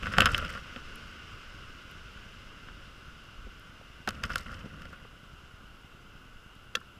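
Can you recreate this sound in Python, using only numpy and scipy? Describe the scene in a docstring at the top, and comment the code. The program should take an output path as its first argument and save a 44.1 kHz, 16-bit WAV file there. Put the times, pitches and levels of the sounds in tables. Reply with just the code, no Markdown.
"""Wind in tall conifers, a gust slowly dying away, heard by a small camera near the ground.
Its hollow plastic case colours the wind, and its radio leaks a faint, regular low putter into the
microphone. A hand strokes and knocks the case right at the start and again about four seconds in,
so that it rattles, crushes dry litter and finally rocks to rest. Dry needles tick now and then,
and at the end a twig clacks on the case."""
import sys
import numpy as np
from scipy import signal
from scipy.fft import rfft, irfft
from scipy.io import wavfile
from scipy.ndimage import uniform_filter1d

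SR = 44100
rng = np.random.default_rng(int(sys.argv[2]) if len(sys.argv) > 2 else 0)


def store_wav(level_fs):
    """Save 16-bit WAV to argv[1]."""
    pcm = np.round(np.clip(np.atleast_2d(level_fs), -1, 1) * 32767)
    wavfile.write(sys.argv[1], SR, pcm.T.astype(np.int16))


N = 308259
TIME = np.arange(N) / SR
EDGE_HZ = 15400  # the top of the camera's range

# tone colour of the far, steady wind inside the case (f/Hz, level/dB)
FAR_WIND_COLOUR = [(20, 14.5), (60, 5.5), (200, -2.5), (400, -8), (870, -13.5), (1150, -8), (1450, -5),
                   (1850, -20), (2400, -19), (2850, -11), (4100, -23), (7800, -28.5), (9300, -35.5),
                   (15000, -36)]
# tone colour of the gust in the near treetops (f/Hz, level/dB)
GUST_COLOUR = [(20, 19), (200, 1), (400, -4.5), (560, -4.5), (800, -18), (1150, -1.5), (1500, 1),
               (1850, -9.5), (3000, -4.5), (4100, -14.5), (5300, -13.5), (9400, -31.5), (11000, -40),
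               (15000, -40)]
# pitches that the air in the case boosts (f/Hz, width/Hz, lift/dB)
CASE_HOLLOW = [(1460, 260, 4.5), (2060, 155, 6), (2800, 390, 6), (5050, 290, 3), (10780, 1460, 7),
               (13100, 600, 1.5), (14300, 600, 3)]
# strokes of the hand (t/s, length/s, rubbing/dB, crushed litter/dB, shudder of the support/dB)
HAND_STROKES = [(0.023, 0.16, -37.5, -54.5, -45.5), (.174, 0.1, -30, -50, -44),
                (0.288, 0.18, -34, -52, -45.5), (.49, .09, -41.5, -56, -59), (4.07, 0.16, -46.5, -67, -50),
                (4.232, 0.014, -35, -50.5, -42.5), (4.293, 0.028, -43, -55, -46.5),
                (4.333, 0.076, -41, -51, -54), (4.458, 0.096, -41.5, -63.5, -49.5),
                (4.57, 0.49, -48.5, -69.5, -55)]
# tone colour of a fingertip sliding on the case (f/Hz, level/dB)
RUB_COLOUR = [(20, 15.5), (80, 18.5), (140, 1), (220, 0.5), (370, -10), (540, 2.5), (850, -14),
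              (1150, -2.5), (1400, 1.5), (1900, -13), (3000, -13.5), (4000, -19.5), (5200, -23),
              (9000, -34.5), (15000, -43)]
# spots of the case that the sliding hand catches (favoured f/Hz, level/dB)
CATCH_SPOTS = [(1300, -9), (1900, -16), (2900, -14.5)]
# tones the case rings with (f/Hz, level/dB, time to fade by 60 dB/s)
CASE_TONES = [(200, -6, 0.047), (534, -9.5, 0.064), (736, -19.5, 0.063), (1137, -4, 0.029),
              (1345, 4, 0.021), (1484, 9, 0.009), (1910, 4.5, 0.0059), (2114, -3.5, 0.019),
              (2674, 2.5, 0.012), (3025, -2.5, 0.024), (3254, -2.5, 0.015), (3750, -6.5, 0.011),
              (4510, -17, 0.029), (5124, -2.5, 0.013), (5600, -32, 0.0062), (7190, -33, 0.0059),
              (11500, -28.5, 0.0048), (14500, -39, 0.0061)]
# bands in which dry litter crackles (f/Hz, level/dB)
LITTER_BANDS = [(1970, -3.5), (2900, -7), (5150, -2.5), (8000, -12.5), (11500, -19)]
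# knocks on the case (t/s, level/dB, hardness/dB per octave, f/Hz favoured by the struck spot,
# crack against the ring/dB, first rebound against the knock/dB)
CASE_KNOCKS = [(0.0316, -33.5, -1, 2920, -24, -25), (.058, -33, 4, 1570, -27, -17),
               (.068, -28.5, -0.5, 1360, -25, -8.5), (.137, -28, 0.5, 1830, -26, -6),
               (.168, -29.5, 0, 1510, -27, -6), (0.1832, -14, 1.5, 1230, -18, -31),
               (.202, -19.5, -7, 1440, -47, -12), (0.2053, -14.5, 0.5, 3050, -11, -15),
               (0.2191, -19, -3, 2900, -21, -5), (.257, -17, 3, 1300, -11, -2.5),
               (0.288, -28.5, -1, 1400, -30, -12), (0.3457, -20, 1, 2700, -26, -21),
               (.379, -29.5, 3.5, 1500, -3, -8), (.449, -37.5, 7, 1510, -16, -5),
               (.551, -37.5, -1.5, 2200, -24, -2), (0.576, -37.5, -4, 1520, -30, -16),
               (.7608, -37, 3.5, 580, -34, -11), (2.685, -42.5, 3.5, 1410, -36, -9),
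               (4.075, -25.5, -0.5, 1500, -16.5, -6), (4.0889, -30.5, 3.5, 4260, -3.5, -30),
               (4.106, -38.5, 3, 1400, -12, -20), (4.2369, -26.5, 5.5, 1450, -11, -10.5),
               (4.3017, -32, -1, 1430, -26, -3.5), (4.357, -23, 3.5, 1520, -11, -21),
               (4.381, -39.5, 10, 5200, 14, -17), (4.819, -47.5, 8, 1500, -11, -12),
               (4.854, -44.5, 4, 596, -17, -22), (4.929, -43.5, -1.5, 1380, -19, -7)]
# tone colour of the crack of a hard edge (f/Hz, level/dB)
CRACK_COLOUR = [(800, -41), (2000, -1), (3200, -14), (4100, 11.5), (5200, 0), (7300, 3.5), (9000, -6.5),
                (10800, -8.5), (14000, -7.5), (15500, -28)]
# heavier low bumps (t/s, peak level/dB, f/Hz): mostly the camera bumping on its support; the 720-740 Hz rows at
# 0.184 and 4.076 s are the whole case body ringing low after the hard knocks there
LOW_BUMPS = [(.178, -22.5, 173.5), (0.184, -15, 720), (.211, -25, 200), (.761, -38, 233),
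             (3.465, -43.5, 220), (3.812, -45, 534), (4.076, -23, 740), (4.079, -28, 450),
             (4.637, -34, 175), (4.652, -33.5, 205), (5.049, -44, 455), (6.765, -41, 200)]
# thin ticks of dry needles and twigs (t/s, peak level/dB, f/Hz)
NEEDLE_TICKS = [(0.505, -42.5, 7500), (.9575, -41.5, 11000), (1.9128, -51, 12500), (3.597, -50, 11000),
                (6.5527, -54, 8000), (6.804, -50, 8000)]
# swirls of air that press on the case (t/s, level/dB, half length/s)
AIR_SWIRLS = [(1.573, -44, .017), (2.754, -54, 0.092), (3.433, -46.5, 0.085)]
# a twig lands on the case and bounces (t/s, level/dB, hardness/dB per octave,
# f/Hz favoured by the struck spot, crack against the ring/dB)
TWIG_HITS = [(6.7515, -26, -4.5, 2800, -22), (6.7531, -23, 3, 1670, -15.5), (6.7556, -30, 4, 3400, -27),
             (6.769, -37.5, -1, 1360, -28), (6.813, -47.5, -3, 1360, -36)]
# tones the twig rings with (f/Hz, level/dB, time to fade by 60 dB/s)
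TWIG_TONES = [(503, -11, 0.032), (1083, -4, 0.028), (1360, 0.5, 0.043), (1590, 4, 0.022), (1790, -1, 0.041),
              (2700, 0.5, 0.013), (3050, -4, 0.015), (3400, 2.5, 0.019), (3900, -4, 0.018),
              (4630, -6, 0.033), (5200, -20, 0.032), (5930, -2, 0.014), (7500, -22, .012),
              (11000, -22, .01)]


def gain_of(db):
    """Turns decibels into a number to multiply by."""
    return 10 ** (np.asarray(db) / 20)


def evened(x):
    """Scales a sound to an average size (rms) of 1."""
    return x / np.sqrt(np.mean(x ** 2) + 1e-20)


def peaked(x):
    """Scales a sound to a peak of 1."""
    return x / abs(x).max()


def add(mix, s, sound):
    """Mixes a sound in, starting at s seconds."""
    part = mix[max(round(s * SR), 0):][:len(sound)]
    part += sound[:len(part)]


def filtered(x, hz, kind="low", order=2):
    """Keeps the lows, the highs or one band of a sound."""
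    return signal.sosfilt(signal.butter(order, hz, kind, fs=SR, output="sos"), x)


def wander(rate_hz):
    """A random curve of average size 1 that wobbles mostly slower than rate_hz."""
    hz = np.fft.rfftfreq(N, 1 / SR)
    return evened(irfft(rfft(rng.standard_normal(N)) / (1 + (hz / rate_hz) ** 2), N))


def in_case(x, colour):
    """Gives a sound a tone colour plus the hollow ring of the case, at average size 1."""
    hz = np.fft.rfftfreq(N, 1 / SR)
    points_hz, points_db = np.transpose(colour)
    colour_db = np.interp(np.log(hz + 1), np.log(points_hz), points_db)
    colour_db += sum(lift / (1 + (2 * (hz - centre) / width) ** 2) for centre, width, lift in CASE_HOLLOW)
    bass_cut = hz / np.hypot(hz, 20)
    return evened(irfft(rfft(x) * gain_of(colour_db) * bass_cut, N))


def patchy_noise(patchy_db):
    """A hiss whose bands swell and sink as swirls of air pass different branches."""
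    bands = signal.stft(rng.standard_normal(N), nperseg=1024)[2]
    patches = uniform_filter1d(rng.standard_normal(bands.shape), size=12, axis=0)  # smooth over pitch
    patches = evened(uniform_filter1d(patches, size=12, axis=1))  # and over time
    return signal.istft(bands * gain_of(patchy_db * patches), nperseg=1024)[1][:N]


def wind(gust_db=-44.8, fade_db_per_s=2.5):
    """Air rushes through the trees: a steady far wash, and a brighter gust that flickers and fades."""
    far = gain_of(-53.5) * in_case(patchy_noise(patchy_db=0.86), FAR_WIND_COLOUR)
    gust = gain_of(gust_db - fade_db_per_s * TIME) * in_case(patchy_noise(patchy_db=0.5), GUST_COLOUR)
    return far + gust * gain_of(.5 * wander(rate_hz=19.0))


def radio_putter(first_s=0.00898, period_s=.1024, burst_s=0.0023, low_hz=38, high_hz=140, peak_db=-42):
    """Each radio burst pulls the microphone's power down for a moment: a soft, low pop."""
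    since = TIME - first_s
    burst_number = (since // period_s).astype(int)
    depth = np.clip(rng.normal(0.8, 0.16, N), .1, 1.15)[burst_number]
    sag = -depth * (since % period_s < burst_s)
    sag = filtered(filtered(sag, high_hz, order=1), 610, order=1)  # the power supply smooths its edges
    return gain_of(peak_db) * peaked(filtered(sag, low_hz, "high"))


def stroke_strength(levels_db, press_s=0.0034, ease_db_per_s=12.5, let_go_s=0.022):
    """Loudness over time as each stroke of the hand presses in, eases off and lets go."""
    out = np.zeros(N)
    for (start, length, *_), db in zip(HAND_STROKES, levels_db):
        t = np.arange(0, length + 10 * let_go_s, 1 / SR)
        shape = np.minimum(t / press_s, 1) * np.exp(-np.maximum(t - length, 0) / let_go_s)
        add(out, start, shape * gain_of(db - ease_db_per_s * t))
    return out


def ringing(tones, hardness, spot_hz, spot_db=8, spot_octaves=0.52, wall_hz=1020):
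    """A struck body rings with fading tones; hardness lifts the high ones, the spot those near it."""
    t = np.arange(SR // 10) / SR
    hz, db, fade_s = np.transpose(tones)[:, :, None]
    db = db + hardness * np.log2(np.maximum(hz, wall_hz) / wall_hz)
    db = db + spot_db * np.exp(-(np.log2(hz / spot_hz) / spot_octaves) ** 2)
    signs = (-1) ** np.arange(len(hz))[:, None]  # neighbours swing opposite ways, so the ring builds up
    waves = gain_of(db - 60 * t / fade_s) * np.sin(2 * np.pi * hz * t) * signs
    # the stiff walls give off no bass; the lower tones are the whole body rocking
    wall = hz[:, 0] > wall_hz
    return filtered(waves[wall].sum(0), wall_hz, "high", order=3) + waves[~wall].sum(0)


def rubbing(stick_db=2.0, scrape_db=-2.5, slips_per_s=85, slip_db=2.5, skin_hz=3200):
    """A smooth scrape that catches and lets go; each soft slip of the skin rings a spot of the case."""
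    rub = in_case(rng.standard_normal(N), RUB_COLOUR) * gain_of(scrape_db + stick_db * wander(rate_hz=63))
    for spot_hz, db in CATCH_SPOTS:
        slips = (rng.random(N) < slips_per_s / SR) * rng.choice([-1, 1], N)
        slips = slips * gain_of(slip_db * np.minimum(rng.exponential(1, N), 2))
        ring = signal.oaconvolve(slips, ringing(CASE_TONES, 0, spot_hz, spot_db=31))[:N]
        rub += gain_of(db) * evened(filtered(ring, skin_hz, order=3))
    return rub * stroke_strength([rub_db for _, _, rub_db, *_ in HAND_STROKES])


def crushed_litter(snaps_per_s=500, sharpness=7, clump_db=5):
    """Each stroke crushes dry needles under the camera: clumps of tiny snaps in a few broad bands."""
    out = np.zeros(N)
    clumps = gain_of(clump_db * np.minimum(wander(rate_hz=39), 2))
    for hz, db in LITTER_BANDS:
        snaps = (rng.random(N) < snaps_per_s / SR) * rng.standard_normal(N) * clumps
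        rasp = signal.lfilter(*signal.iirpeak(hz, sharpness, fs=SR), snaps)
        out += gain_of(db) * evened(filtered(rasp, min(2 * hz, EDGE_HZ)))
    return out * stroke_strength([litter_db for *_, litter_db, _ in HAND_STROKES])


def shuddering(band_hz=(75, 240)):
    """The support shudders, low and dull, under each stroke."""
    rumble = evened(filtered(rng.standard_normal(N), band_hz, "band", order=3))
    return rumble * stroke_strength([shudder_db for *_, shudder_db in HAND_STROKES])


def knocks(blows, tones, contact_hz, chatter, crack_s, chatter_s=.0013):
    """Each blow chatters briefly and makes the body ring; a hard edge adds a crack."""
    rings, cracks, t = np.zeros(N), np.zeros(N), np.arange(SR // 10) / SR
    attack = t < .004  # a blow's level is that of its first 4 ms
    crack_shape = np.exp(-t / crack_s) * (1 - np.exp(-t / .0002))
    crack_shape /= np.sqrt(np.mean(crack_shape[attack] ** 2))
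    for s, db, hardness, spot_hz, crack_db, *_ in blows:
        grit = chatter * rng.standard_normal(len(t)) * np.exp(-t / chatter_s)
        # light, soft blows stay in contact longer, so they sound duller
        top_hz = min(contact_hz * gain_of(0.34 * db + 0.85 * hardness), EDGE_HZ)
        force = filtered((t == 0) + grit, top_hz, order=2)
        ring = signal.fftconvolve(force, ringing(tones, hardness, spot_hz))[:len(t)]
        size = gain_of(db) / np.hypot(1, gain_of(crack_db))  # ring and crack share the energy
        add(rings, s, size * ring / ring[attack].std())
        add(cracks, s, size * gain_of(crack_db) * crack_shape)
    return rings + cracks * in_case(rng.standard_normal(N), CRACK_COLOUR)


def rattling(count=4, gap_s=.005, uneven=0.2517, loss_db=2.5, contact_hz=4300, crack_db=-28):
    """After each knock the loose case bounces back softly at uneven gaps, weaker each time."""
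    taps = np.zeros(N)
    for s, db, *_, rebound_db in CASE_KNOCKS:
        gaps = gap_s * (1 + uneven * rng.uniform(-1, 1, count))
        for k, delay in enumerate(np.cumsum(gaps)):
            add(taps, s + delay, gain_of([db + rebound_db - k * loss_db]))
    ring = filtered(ringing(CASE_TONES, hardness=0, spot_hz=1300), contact_hz)
    attack_size = ring[:SR // 250].std()  # the first 4 ms
    rings = signal.oaconvolve(taps, ring / attack_size)[:N]
    return rings + gain_of(crack_db) * rings.std() * in_case(taps, CRACK_COLOUR)


def bumps(events, rise_cycles=1.32, rattle=0.76):
    """At each bump something gives and springs back in a few loose, low swings: the support, or the case body
    after a hard knock."""
    out, t = np.zeros(N), np.arange(SR // 10) / SR
    for s, peak_db, hz in events:
        loose = evened(filtered(rng.standard_normal(len(t)), [hz / 2, 2 * hz], "band"))
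        swing = (np.sin(2 * np.pi * hz * t) + rattle * loose) * t * np.exp(-t * hz / rise_cycles)
        add(out, s, gain_of(peak_db) * peaked(swing))
    return out


def needle_ticks(decay_s=0.0011, sharpness=2.5):
    """Dry needles and twigs snap, each a tiny burst of high hiss."""
    out, t = np.zeros(N), np.arange(SR // 20) / SR
    for s, peak_db, hz in NEEDLE_TICKS:
        burst = rng.standard_normal(len(t)) * np.exp(-t / decay_s)
        tick = signal.lfilter(*signal.iirpeak(hz, sharpness, fs=SR), burst)
        add(out, s, gain_of(peak_db) * peaked(tick))
    return out


def buffeting(band_hz=(22, 65)):
    """Swirls of air press on the case: brief swells of deep rumble."""
    push = sum(gain_of(db) * np.exp(-((TIME - s) / half_s) ** 2) for s, db, half_s in AIR_SWIRLS)
    return push * evened(filtered(rng.standard_normal(N), band_hz, "band"))


def rocking(count=5, start_s=4.727, gap_s=0.04, first_db=-41, loss_db=1.4, first_hz=148, rise=1.06):
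    """The camera rocks to rest, each bump weaker and higher than the last."""
    return bumps([(start_s + k * gap_s, first_db - k * loss_db, first_hz * rise ** k)
                  for k in range(count)])


def twig_clack():
    """A twig lands on the case and bounces, ringing at each hit."""
    return knocks(TWIG_HITS, TWIG_TONES, contact_hz=12100, chatter=0.15, crack_s=0.0029)


def scene():
    """Wind, the camera's own putter, the hand, the ticks and the twig, mixed to one channel."""
    hand = rubbing() + knocks(CASE_KNOCKS, CASE_TONES, contact_hz=8000, chatter=0.053, crack_s=0.0017)
    hand += rattling() + bumps(LOW_BUMPS) + rocking() + shuddering() + crushed_litter()
    return (hand + twig_clack() + wind() + buffeting() + needle_ticks() + radio_putter())[None]


def record(dry):
    """The camera cuts off the very highest treble."""
    treble_cut = signal.firwin(255, EDGE_HZ, window=("kaiser", 8), fs=SR)
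    return signal.oaconvolve(dry, treble_cut[None], "same")


dry = scene()
out = record(dry)
store_wav(out)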